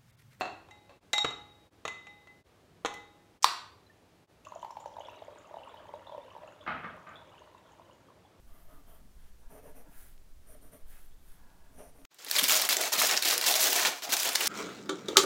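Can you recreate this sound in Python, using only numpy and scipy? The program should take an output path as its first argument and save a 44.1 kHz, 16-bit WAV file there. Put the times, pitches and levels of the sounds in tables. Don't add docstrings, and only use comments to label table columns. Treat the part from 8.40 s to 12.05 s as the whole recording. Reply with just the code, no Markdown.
import sys
import numpy as np
from scipy import signal
from scipy.fft import rfft, irfft
from scipy.io import wavfile
from scipy.ndimage import uniform_filter1d

SR = 44100
rng = np.random.default_rng(int(sys.argv[2]) if len(sys.argv) > 2 else 0)


def convert_level_to_amplitude(level_db):
    exponent = np.asarray(level_db, float) / 20
    return 10 ** exponent


def log_audio(samples):
    frames = np.atleast_2d(samples).T
    limited = np.clip(frames, -1, 1)
    pcm = np.round(limited * 32767).astype(np.int16)
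    wavfile.write(sys.argv[1], SR, pcm)


N = 160965

# start in seconds, length in seconds,
# shaft level in dB, upper shaft modes in dB relative to the lower, desk level in dB.
STROKES = [
    [(.06, 0.068, -77, 1, -66), (.095, 0.22, -73.5, 4, -64.5), (.268, 0.17, -73, 2.5, -62),
     (.455, 0.17, -70, 3, -62.5)],
    [(.97, 0.1, -78, -10, -77), (1.085, 0.14, -64, -1, -54), (1.212, 0.13, -66, -1, -55.5),
     (1.335, 0.11, -64, -1, -55), (3.3, 0.26, -68.5, -6, -63.5), (3.355, 0.17, -66, -12.5, -65.5),
     (3.37, 0.069, -76, -12, -53.5), (3.525, 0.17, -69.5, -4, -63)],
    [(1.96, 0.12, -85, -13.5, -79.5), (2.055, 0.13, -61, -5, -58.5), (2.2, 0.12, -65.5, -2.5, -60.5),
     (2.308, 0.089, -61, -2.5, -57), (2.398, 0.033, -73, -2, -80)],
]
# frequency in Hz, width in Hz, level in dB at each of the three places.
SHAFT_LOW = [(5890, 1060, -15, -10.5, -14.5), (7700, 1200, -13, -20.5, -22), (9300, 640, -6, -3, -0.5),
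             (9910, 1060, -2.5, -7.5, -8.5), (11480, 1700, -6, -12, -12.5)]
# frequency in Hz, width in Hz, level in dB at each place.
SHAFT_HIGH = [(12300, 1000, -8, -11, -3), (13300, 1100, -11, -1, 5.5), (13120, 850, 0.5, -11, -15),
              (14300, 2100, -6, -8, -5)]
# frequency in Hz, width in Hz, level in dB at each of the three places.
DESK_MODES = [(147, 25, -5, -9, -10), (250, 20, -10, -6.5, -4.5), (285, 13.5, -9, -8, -6),
              (436, 50, -5.5, -2.5, -2.5), (606, 41, -2.5, -3, -1), (689.6, 42, -0.5, -3.5, -5.5),
              (893, 135, -4.5, -7.5, -12.5), (1170, 124, 0.5, -8.5, -6.5), (1520, 690, -1, -7.5, -5),
              (2167, 570, -6, -9.5, -7.5), (2590, 210, -13, -15, -16.5), (3260, 480, -9.5, -20.5, -15.5)]
# start in seconds, length in seconds, level in dB, frequency in Hz, width in Hz.
DIGS = [(0.067, 0.19, -74, 1190, 160), (0.13, 0.08, -78, 2050, 200), (0.273, 0.16, -68, 1225, 130),
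        (0.27, 0.11, -68, 620, 90), (0.309, 0.13, -65.5, 285, 40), (0.456, 0.15, -74.5, 3145, 150),
        (0.482, 0.12, -80, 646, 70), (0.47, 0.087, -71, 175, 40), (0.604, 0.088, -63.5, 220, 109),
        (1.111, 0.11, -59, 603, 70), (1.221, 0.068, -57.5, 610, 120), (1.24, 0.039, -55, 460, 60),
        (1.345, 0.088, -66.5, 490, 90), (1.28, 0.05, -66, 290, 60), (1.36, 0.05, -76, 2580, 200),
        (1.462, 0.053, -66.5, 260, 180), (2.07, 0.12, -68, 612, 70), (2.187, 0.069, -72, 300, 50),
        (2.314, 0.077, -63.5, 620, 100), (3.376, 0.071, -56.5, 590, 160), (3.326, 0.12, -60.5, 257, 40),
        (3.38, 0.055, -70.5, 3000, 1800), (3.54, 0.18, -64, 270, 70), (3.604, 0.03, -76, 1250, 150)]
# start in seconds, length in seconds, fine hiss in dB, coarse rub in dB,
# share of the length spent speeding up.
SLIDES = [
    (0.705, 0.33, -73, -73.5, 0.38),
    (1.42, 0.4, -57.5, -69.5, 0.47),
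    (2.43, 0.41, -60.5, -69, 0.22),
    (2.75, 0.36, -65.5, -73, 0.42),
]
# frequency in Hz, width in Hz, level in dB in each of the four slides.
SHEET_FINE = [(6100, 10000, -14, -10.5, -9.5, -9.5), (10550, 2300, -1, -1, -1.5, 0),
              (13300, 3600, -3, -1, -2, -1.3), (15250, 2000, -6, -3, -4, -4.5)]
# frequency in Hz, width in Hz, level in dB.
SHEET_COARSE = [(300, 280, -14), (760, 230, -5), (1570, 310, -2), (1970, 450, -5.5), (3270, 960, -5.5)]
# start in seconds, length in seconds, level in dB.
DRAGS = [
    [(0.99, 0.18, -69), (1.27, 0.079, -63), (1.43, 0.19, -68), (2.965, 0.087, -70), (2.97, 0.53, -67)],
    [(2.7, 0.05, -74), (2.75, 0.1, -80), (2.86, 0.18, -81)],
    [(1.5, 0.25, -68.5), (2.5, 0.14, -66), (2.865, 0.21, -79)],
]
# frequency in Hz, width in Hz, level in dB under each of the three pressures.
WRIST_MODES = [(270, 90, -6, -32.5, -30), (636, 260, -2.5, -27, -3), (950, 210, -0.5, -32, -20),
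               (1153, 120, -10, -30, -9), (1422, 210, -5.5, -27, 2), (1668, 90, -4, -27, -0.5),
               (2025, 510, -20, -18, 3.5), (2590, 180, -20, -13, -3.5), (3480, 550, -25, 5, -12.5)]
# time in seconds, peak in dB, pulse width in seconds.
SNAPS = [(1.4733, -52, .0002), (1.7792, -46, .000035), (3.103, -47.5, .000035), (3.206, -53, .00003),
         (3.617, -50, .00005)]
# time in seconds, level in dB, frequency in Hz.
BUMPS = [(0.616, -54, 232), (.64, -49.5, 150), (1.465, -51.5, 300), (1.483, -47.5, 166), (1.232, -49, 620),
         (2.25, -48, 286)]
# frequency in Hz, width in Hz, level in dB.
DRONE = [(37, 38.4, 1.5), (62, 13.7, 4.5), (80.5, 33, -6), (171, 5.3, -13)]
# frequency in Hz, level in dB per Hz.
ROOM_COLOUR = [(50, -25.5), (90, -4.5), (200, -6), (500, -14.5), (1100, -18.5), (2300, -23), (6000, -25),
               (15500, -27)]
# time in seconds, level in dB.
RUMBLE = [(0.0, -51.5), (0.38, -48), (0.4, -53.5), (1.071, -48), (1.26, -57.5), (1.36, -40), (1.41, -48),
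          (2.3, -50.5), (2.36, -64), (2.45, -42.5), (3.0, -51), (3.65, -55)]
# time in seconds, low edge in Hz, high edge in Hz, level in dB.
SPECKS = [(.72, 5300, 6200, -84), (.836, 7700, 8900, -82), (1.625, 12500, 13700, -72),
          (1.65, 10400, 12300, -69), (1.65, 6400, 8200, -76), (2.695, 5800, 8200, -79),
          (2.695, 13900, 15100, -79), (2.81, 14600, 15700, -79)]

SHAFT_SLIPS_PER_S, SHAFT_SPREAD_DB, SHAFT_FLICKER_DB, SHAFT_TAIL_S = 18000, 1.1, 0.8, 0.011
DESK_SLIPS_PER_S, DESK_SPREAD_DB, DESK_FLICKER_DB, DESK_TAIL_S = 9000, 1.0, 1.3, 0.03
DRONE_DB, ROOM_DB = -63.5, -66.5
RUMBLE_HZ = 17.3
SPECK_S = 1500 / SR
TOP_HZ = 15850


def level(x, db):
    return x * convert_level_to_amplitude(db) / np.sqrt(np.mean(x ** 2))


def ring(x, modes, count=0, order=1):
    out = 0
    for k, (hz, width, *db) in enumerate(modes):
        y = x
        for _ in range(order):
            y = signal.lfilter(*signal.iirpeak(hz, hz / width, SR), y)
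        out = out + (-1) ** k * level(y, db[count])
    return level(out, 0)


def walk(rate):
    k = int(SR / rate)
    held = np.repeat(rng.standard_normal(N // k + 1), k)
    return 1.3 * uniform_filter1d(uniform_filter1d(held, k), k)[:N]


def gesture(start, length, rise, fall, sag_db):
    u = (np.arange(N) / SR - start) / length
    edge = np.clip(np.minimum(u / rise, (1 - u) / fall), 0, 1)
    return np.sin(np.pi / 2 * edge) ** 2 * convert_level_to_amplitude(sag_db * np.clip(u, 0, 1))


def slips(per_s, spread_db):
    hit = rng.random(N) < per_s / SR
    size = convert_level_to_amplitude(spread_db * rng.exponential(size=N))
    return level(hit * rng.standard_normal(N) * size, 0)


def linger(envelope, tail_s):
    keep = np.exp(-1 / (tail_s * SR))
    stored = signal.lfilter([1 - keep], [1, -keep], envelope ** 2)
    return np.sqrt(0.5 * envelope ** 2 + 0.5 * stored)


def pencil():
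    fine = slips(SHAFT_SLIPS_PER_S, SHAFT_SPREAD_DB) * convert_level_to_amplitude(SHAFT_FLICKER_DB * walk(70))
    coarse = slips(DESK_SLIPS_PER_S, DESK_SPREAD_DB) * convert_level_to_amplitude(DESK_FLICKER_DB * walk(45.03))
    out = 0
    for place, strokes in enumerate(STROKES):
        low, high, desk = np.zeros((3, N))
        for start, length, shaft_db, upper_db, desk_db in strokes:
            speed = gesture(start, length, rise=0.24, fall=0.46, sag_db=-3.5)
            low = low + convert_level_to_amplitude(shaft_db) * speed
            high = high + convert_level_to_amplitude(shaft_db + upper_db) * speed
            desk = desk + convert_level_to_amplitude(desk_db) * speed
        out = out + linger(low, SHAFT_TAIL_S) * ring(fine, SHAFT_LOW, count=place, order=2)
        out = out + linger(high, SHAFT_TAIL_S) * ring(fine, SHAFT_HIGH, count=place, order=2)
        out = out + linger(desk, DESK_TAIL_S) * ring(coarse, DESK_MODES, count=place)
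    return out


def digs():
    grain, out = slips(DESK_SLIPS_PER_S, DESK_SPREAD_DB), 0
    for start, length, db, hz, width in DIGS:
        push = gesture(start, length, rise=0.21, fall=0.43, sag_db=-2.9)
        out = out + convert_level_to_amplitude(db) * push * ring(grain, [(hz, width, 0)], order=2)
    return out


def hand():
    grain = slips(18000, 1.0) * convert_level_to_amplitude(0.6 * walk(40))
    rub = ring(slips(6000, 0.95), SHEET_COARSE)
    out = 0
    for slide, (start, length, fine_db, coarse_db, rise) in enumerate(SLIDES):
        speed = gesture(start, length, rise, fall=1 - rise, sag_db=0)
        swell = 0.33 * speed + 0.45 * speed ** 1.98
        hiss = swell * ring(grain, SHEET_FINE, count=slide)
        out = out + convert_level_to_amplitude(fine_db) * hiss + convert_level_to_amplitude(coarse_db) * speed * rub
    return out


def wrist():
    rub, out = slips(5000, 0.84) * convert_level_to_amplitude(0.7 * walk(35)), 0
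    for pressure, drags in enumerate(DRAGS):
        speed = 0
        for start, length, db in drags:
            speed = speed + convert_level_to_amplitude(db) * gesture(start, length, rise=0.2, fall=0.45, sag_db=-3.5)
        out = out + speed * ring(rub, WRIST_MODES, count=pressure, order=2)
    return out


def sheet_snaps():
    t, out = np.arange(N) / SR, 0
    for at, db, width_s in SNAPS:
        u = (t - at) / width_s
        pulse = np.exp(-0.5 * u ** 2) - np.exp(-0.5 * (u / 4) ** 2) / 4
        out = out - convert_level_to_amplitude(db) * pulse
    return out


def knuckle():
    t, out = np.arange(N) / SR, 0
    for at, db, hz in BUMPS:
        u = np.maximum(t - at, 0)
        envelope = np.exp(-u / 0.0067) * (1 - np.exp(-u / 0.003))
        out = out + convert_level_to_amplitude(db) * np.sin(2 * np.pi * hz * u) * envelope
    return out


def appliance():
    return convert_level_to_amplitude(DRONE_DB) * ring(rng.standard_normal(N), DRONE)


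def room():
    hz = np.maximum(np.fft.rfftfreq(N, 1 / SR), 1)
    colour_hz, colour_db = np.array(ROOM_COLOUR).T
    colour = convert_level_to_amplitude(np.interp(np.log(hz), np.log(colour_hz), colour_db))
    air = irfft(rfft(rng.standard_normal(N)) * colour, N) * convert_level_to_amplitude(0.13 * walk(7.8))
    weight = (hz / 3.6) / (1 + hz / 1.6) / (1 + (hz / RUMBLE_HZ) ** 3.32)
    rumble = irfft(rfft(rng.standard_normal(N)) * weight, N)
    rumble = rumble / np.sqrt(uniform_filter1d(rumble ** 2, size=12000))
    swell = convert_level_to_amplitude(np.interp(np.arange(N) / SR, *np.array(RUMBLE).T))
    return level(air, ROOM_DB) + rumble * swell


def specks():
    out, t = np.zeros(N), np.arange(N) / SR
    for at, lo_hz, hi_hz, db in SPECKS:
        sos = signal.butter(6, [lo_hz, hi_hz], "bandpass", fs=SR, output="sos")
        band = signal.sosfilt(sos, rng.standard_normal(N))
        out = out + level(band, db) * np.cos(np.pi * np.clip((t - at) / SPECK_S, -0.5, 0.5))
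    return out * np.array([[1], [-1]])


def scene():
    near = pencil() + digs() + hand() + wrist() + sheet_snaps() + knuckle()
    return np.tile(near + appliance() + room(), (2, 1))


def roll_off(x):
    return signal.sosfilt(signal.butter(12, 15680, fs=SR, output="sos"), x)


def record(dry):
    top_cut = signal.ellip(12, 0.1, 70, TOP_HZ, fs=SR, output="sos")
    mix = signal.sosfilt(top_cut, dry + specks())
    return roll_off(mix)


dry = scene()
out = record(dry)
log_audio(out)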